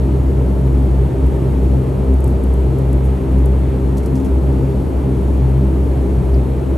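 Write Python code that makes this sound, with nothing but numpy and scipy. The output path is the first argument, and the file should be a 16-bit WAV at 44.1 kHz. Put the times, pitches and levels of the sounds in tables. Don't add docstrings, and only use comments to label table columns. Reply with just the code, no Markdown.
import sys
import numpy as np
from scipy import signal
from scipy.fft import rfft, irfft, next_fast_len
from scipy.io import wavfile
from scipy.ndimage import map_coordinates

SR = 44100
rng = np.random.default_rng(int(sys.argv[2]) if len(sys.argv) > 2 else 0)


def bounce(signal):
    frames = np.transpose(np.atleast_2d(signal))
    limited = np.clip(frames, -1, 1)
    pcm = np.round(limited * 32767).astype(np.int16)
    wavfile.write(sys.argv[1], SR, pcm)


def rack_gain(trim_db):
    fader = np.asarray(trim_db, float)
    return 10 ** (fader / 20)


N = 298557
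BLADE_HZ = 65.71


def unit(x):
    return x / np.sqrt(np.mean(np.abs(x) ** 2) + 1e-20)


def along(points, hz):
    point_hz, value = np.transpose(points)
    return np.interp(np.log(hz + 1), np.log(point_hz + 1), value)


def curves(rows):
    seconds, *columns = np.transpose(rows)
    return [np.interp(np.arange(N) / SR, seconds, column) for column in columns]


def wobble(rate):
    knots = rng.standard_normal(int(N * rate / SR) + 4)
    return unit(map_coordinates(knots, [np.arange(N) * rate / SR]))


def spread(mid, side, alike):
    turn = np.arccos(np.clip(alike, -1, 1)) / 2
    near, far = np.cos(turn) * mid, np.sin(turn) * side
    return np.array([near + far, near - far])


def fuzzy(hz, wander_rate, steady):
    wander = wobble(wander_rate) + 1j * wobble(wander_rate)
    swing = np.sqrt(steady) + np.sqrt((1 - steady) / 2) * wander
    phase = 2 * np.pi * (np.cumsum(hz * np.ones(N)) / SR + rng.random())
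    return np.sqrt(2) * np.real(swing * np.exp(1j * phase))


# frequency in Hz, likeness from -1 to 1 (read below 5300 Hz only).
NOISE_LIKENESS = [(60, 0.98), (90, 0.88), (140, 0.94), (200, 0.93), (310, 0.83), (460, 0.8), (700, 0.24),
                  (1050, 0.21), (1580, 0.63), (2380, 0.98), (3590, 0.63), (5400, 0.97), (8130, 0.43),
                  (12200, -0.38)]


def rush(spectrum):
    m = next_fast_len(N)
    hz = np.fft.rfftfreq(m, 1 / SR)
    mid, side = rfft(rng.standard_normal((2, m))) * rack_gain(along(spectrum, hz))
    alike = np.where(hz < 5300, along(NOISE_LIKENESS, hz), .985)
    return unit(irfft(spread(mid, side, alike), m)[:, :N])


# frequency in Hz, relative noise density in dB.
RUMBLE_SPECTRUM = [(20, -20), (35, -35), (47, -5.5), (52, 5), (90, -0.5), (150, -1), (220, -7), (330, -3),
                   (420, -7), (500, -14.5), (600, -50.5)]
BODY_SPECTRUM = [(350, -54), (500, -8.5), (580, 0.5), (660, -4), (750, -7), (880, -5.5), (1100, -14),
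                 (1350, -16.5), (1500, -25.5), (2000, -51)]


def tyres_and_airflow():
    rumble_db = -20.5 + 0.55 * wobble(3.99)
    body_db = -33 + 0.15 * wobble(8)
    return rack_gain(rumble_db) * rush(RUMBLE_SPECTRUM) + rack_gain(body_db) * rush(BODY_SPECTRUM)


# frequency in Hz, relative noise density in dB.
HISS_SPECTRUM = [(1200, -37), (1500, 6.5), (2200, 3), (3200, -2), (3800, -5.5), (4800, -22), (7000, -28),
                 (8600, -10), (9500, -18), (13000, -25)]


def air_vents():
    hiss_db = -48 + 0.39 * wobble(1.68) + 0.37 * wobble(8.7)
    return rack_gain(hiss_db) * rush(HISS_SPECTRUM)


# frequency in Hz, level in dB, wander in random knots per second.
MACHINE_HUM = (260, -37.5, 1.47)


def machine_hum():
    hz, db, wander_rate = MACHINE_HUM
    return rack_gain(db) * fuzzy(hz, wander_rate, steady=0)


# centre in Hz, level in dB, wander in random knots per second.
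WHISTLE_BREATH = [(4165, -71, 110), (4260, -68.5, 400)]
# time in seconds, pitch in Hz.
WHISTLE_GLIDE = [(0, 4203), (2.2, 4200), (3.5, 4183), (4.6, 4168), (6.77, 4165)]
# distance in blade rates, level in dB.
BLADE_SIDEBANDS = [(-1, -79), (0, -74), (1, -77)]


def whistle():
    breath = sum(rack_gain(db) * fuzzy(hz, wander_rate, 0) for hz, db, wander_rate in WHISTLE_BREATH)
    glide_hz, = curves(WHISTLE_GLIDE)
    thin = sum(rack_gain(db) * fuzzy(glide_hz + away * BLADE_HZ, 6, .3) for away, db in BLADE_SIDEBANDS)
    return breath + thin


# base frequency in Hz (itself silent), level in dB of its strongest line.
ENGINES = [(2293.4, -76), (2327, -73.5)]
# multiple of the base frequency, level in dB relative to the engine.
WHINE_LINES = [(2, 0), (3, -2), (4, -4.5)]


def turbines():
    drift = 1 + .0004 * wobble(1.5)
    whine = np.zeros(N)
    for hz, db in ENGINES:
        for multiple, relative_db in WHINE_LINES:
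            whine += rack_gain(db + relative_db) * fuzzy(multiple * hz * drift, 8, .5)
    return whine


BURST_S = np.arange(SR // 5) / SR


def burst(hz, width):
    f = np.fft.rfftfreq(len(BURST_S), 1 / SR)
    resonance = np.exp(-(np.log(f / hz + 1e-9) / width) ** 2)
    return unit(irfft(rfft(rng.standard_normal(len(BURST_S))) * resonance))


def onset(rise_s):
    return 1 - np.exp(-BURST_S / rise_s)


def place(events):
    out = np.zeros(N + SR)
    for start_s, sound in events:
        out[round(start_s * SR):][:len(sound)] += sound
    return out[:N]


# start in seconds, level in dB.
TRIM_TICKS = [(1.2663, -40), (2.139, -40.5), (2.2046, -38.5), (2.2423, -33), (2.2782, -34.5), (2.4374, -39),
              (2.5386, -38.5), (2.786, -35.5), (2.9294, -33.5), (3.3844, -43.5), (3.458, -33.5),
              (4.0592, -42)]


def ticks():
    decay_db = -60 * BURST_S / 0.015
    return place((s, rack_gain(db + decay_db) * onset(.0003) * burst(9700, 0.44)) for s, db in TRIM_TICKS)


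# start in seconds, level in dB, length in seconds, centre in Hz.
TRIM_RUSTLES = [(2.258, -53, 0.07, 9050), (3.036, -49.5, 0.045, 10510), (3.968, -43, .022, 7510),
                (4.03, -49, 0.016, 7540), (4.058, -41.5, 0.0084, 7000), (4.153, -47, 0.029, 6500),
                (4.197, -51, 0.016, 7030), (4.244, -47, 0.029, 8000)]


def rustle(db, length_s, hz):
    trail_db = -60 * np.maximum(BURST_S - length_s, 0) / 0.12
    fade_db = -5 * BURST_S / length_s + trail_db
    crackle_db = 3 * np.interp(BURST_S * 300, np.arange(64), rng.standard_normal(64))
    return rack_gain(db + fade_db + crackle_db) * onset(0.00094) * burst(hz, 0.77)


def rustles():
    return place((s, rustle(db, length_s, hz)) for s, db, length_s, hz in TRIM_RUSTLES)


# start in seconds, level in dB.
METAL_CLINK = [(6.342, -37)]
# frequency in Hz, relative level in dB, time to fall 60 dB in seconds.
METAL_MODES = [(4700, 0, 0.022), (5340, -2, 0.017), (4260, -6, 0.017), (5900, -8, .015)]


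def clink():
    t = BURST_S
    ring = sum(rack_gain(db - 60 * t / t60) * np.sin(2 * np.pi * hz * t) for hz, db, t60 in METAL_MODES)
    crack = rack_gain(-3 - 60 * t / .03) * burst(4970, 0.19)
    return place((s, rack_gain(db) * onset(0.0032) * (ring + crack)) for s, db in METAL_CLINK)


# time in seconds, level in dB.
BLADE_LEVEL = [(0.0, -12), (0.07, -15), (0.28, -14.5), (0.36, -15), (0.66, -13.5), (1.05, -12.5),
               (1.13, -24), (1.24, -10.5), (1.41, -17), (1.75, -13), (1.81, -20), (1.9, -16), (1.96, -25),
               (2.11, -10.5), (2.39, -15.5), (2.6, -12), (2.77, -21.5), (2.92, -13.5), (3.13, -13),
               (3.2, -24), (3.34, -10.5), (3.62, -13.5), (3.79, -26), (3.85, -14), (4.28, -21.5),
               (4.34, -11.5), (4.9, -25), (4.94, -14.5), (5.11, -20.5), (5.37, -13.5), (6.03, -14.5),
               (6.26, -17), (6.35, -10), (6.49, -19.5), (6.71, -17.5), (6.77, -16)]
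# time in seconds, pitch in Hz.
BLADE_PITCH = [(0.0, 67), (0.38, 66.3), (0.53, 63.63), (1.87, 65.33), (2.0, 62.6), (2.19, 65.4),
               (3.11, 65.07), (3.22, 67.7), (3.34, 65.9), (3.98, 63.3), (4.11, 66.8), (6.35, 64.86),
               (6.47, 66.4), (6.77, 66.6)]
# time in seconds, level in dB.
SECOND_LEVEL = [(0.0, -21), (0.41, -20), (1.39, -24), (1.47, -15.5), (1.6, -26), (1.64, -37), (1.79, -17.5),
                (2.22, -26), (2.28, -16), (2.49, -39), (2.69, -20.5), (3.94, -22.5), (4.03, -38),
                (4.13, -16.5), (4.24, -34.5), (4.58, -14.5), (4.94, -36), (5.02, -18), (5.37, -27.5),
                (5.43, -15), (5.94, -29.5), (5.98, -17.5), (6.09, -35.5), (6.19, -18.5), (6.73, -24.5),
                (6.77, -37)]
# time in seconds, level in dB.
FOURTH_LEVEL = [(0.0, -28.5), (2.45, -29), (2.51, -39), (3.07, -30), (4.0, -31.5), (4.09, -22), (4.6, -29),
                (6.62, -34), (6.77, -26.5)]
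BLADE_OVERTONES = [(3, 22, .85), (4, 16, .8), (5, 30, .7), (6, 22, .75), (7, 16, .7), (8, 20, .5)]
OVERTONE_LEVELS = [-29, -35, -31, -38, -40.5]


def propellers():
    blade_db, = curves(BLADE_LEVEL)
    blade_hz = curves(BLADE_PITCH)[0] + .7 * wobble(4.5)
    blade_tone = rack_gain(blade_db) * fuzzy(blade_hz, 12, steady=1)

    second_db, = curves(SECOND_LEVEL)
    second_hz = 131.45 + 1.12 * wobble(5)
    second = rack_gain(second_db) * spread(fuzzy(second_hz, 12, 0.86), fuzzy(second_hz, 9.3, 0), 0.98)

    out = blade_tone + second
    third_db, *upper_db = OVERTONE_LEVELS
    levels_db = [third_db, *curves(FOURTH_LEVEL), *upper_db]
    for (multiple, wander_rate, alike), db in zip(BLADE_OVERTONES, levels_db):
        hz = multiple * BLADE_HZ
        out += rack_gain(db) * spread(fuzzy(hz, wander_rate, 0.18), fuzzy(hz, wander_rate, 0.42), alike)
    return out


def scene():
    background = tyres_and_airflow() + air_vents() + machine_hum() + whistle()
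    trim = ticks() + rustles() + clink()
    return background + turbines() + trim + propellers()


def filtered(x, response):
    m = next_fast_len(N + SR // 2)
    return irfft(rfft(x, m) * response(np.fft.rfftfreq(m, 1 / SR)), m)[..., :N]


def low_pass(x):
    return signal.sosfilt(signal.butter(12, 12840, fs=SR, output="sos"), x)


# frequency in Hz, gain in dB.
PORT_COLOUR = [(9000, 0), (9700, 2), (10400, 8.5), (11100, 7.5), (12000, 1), (12500, -3.5), (12900, -10)]
# frequency in Hz, dB by which the left is louder and the right softer.
PORT_TILT = [(100, .4), (600, .55), (1200, 0)]


def record(dry):
    resonance_hz, width_hz = 10290, 1230

    def ports(hz):
        away = (hz - resonance_hz) / width_hz
        turn = np.pi / 2 + np.arctan(away ** 3 + 1.05 * away)
        left = rack_gain(along(PORT_TILT, hz)) * np.exp(-1j * turn)
        return rack_gain(along(PORT_COLOUR, hz)) * np.array([left, 1 / left])

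    return low_pass(filtered(dry, ports))


dry = scene()
out = record(dry)
bounce(out)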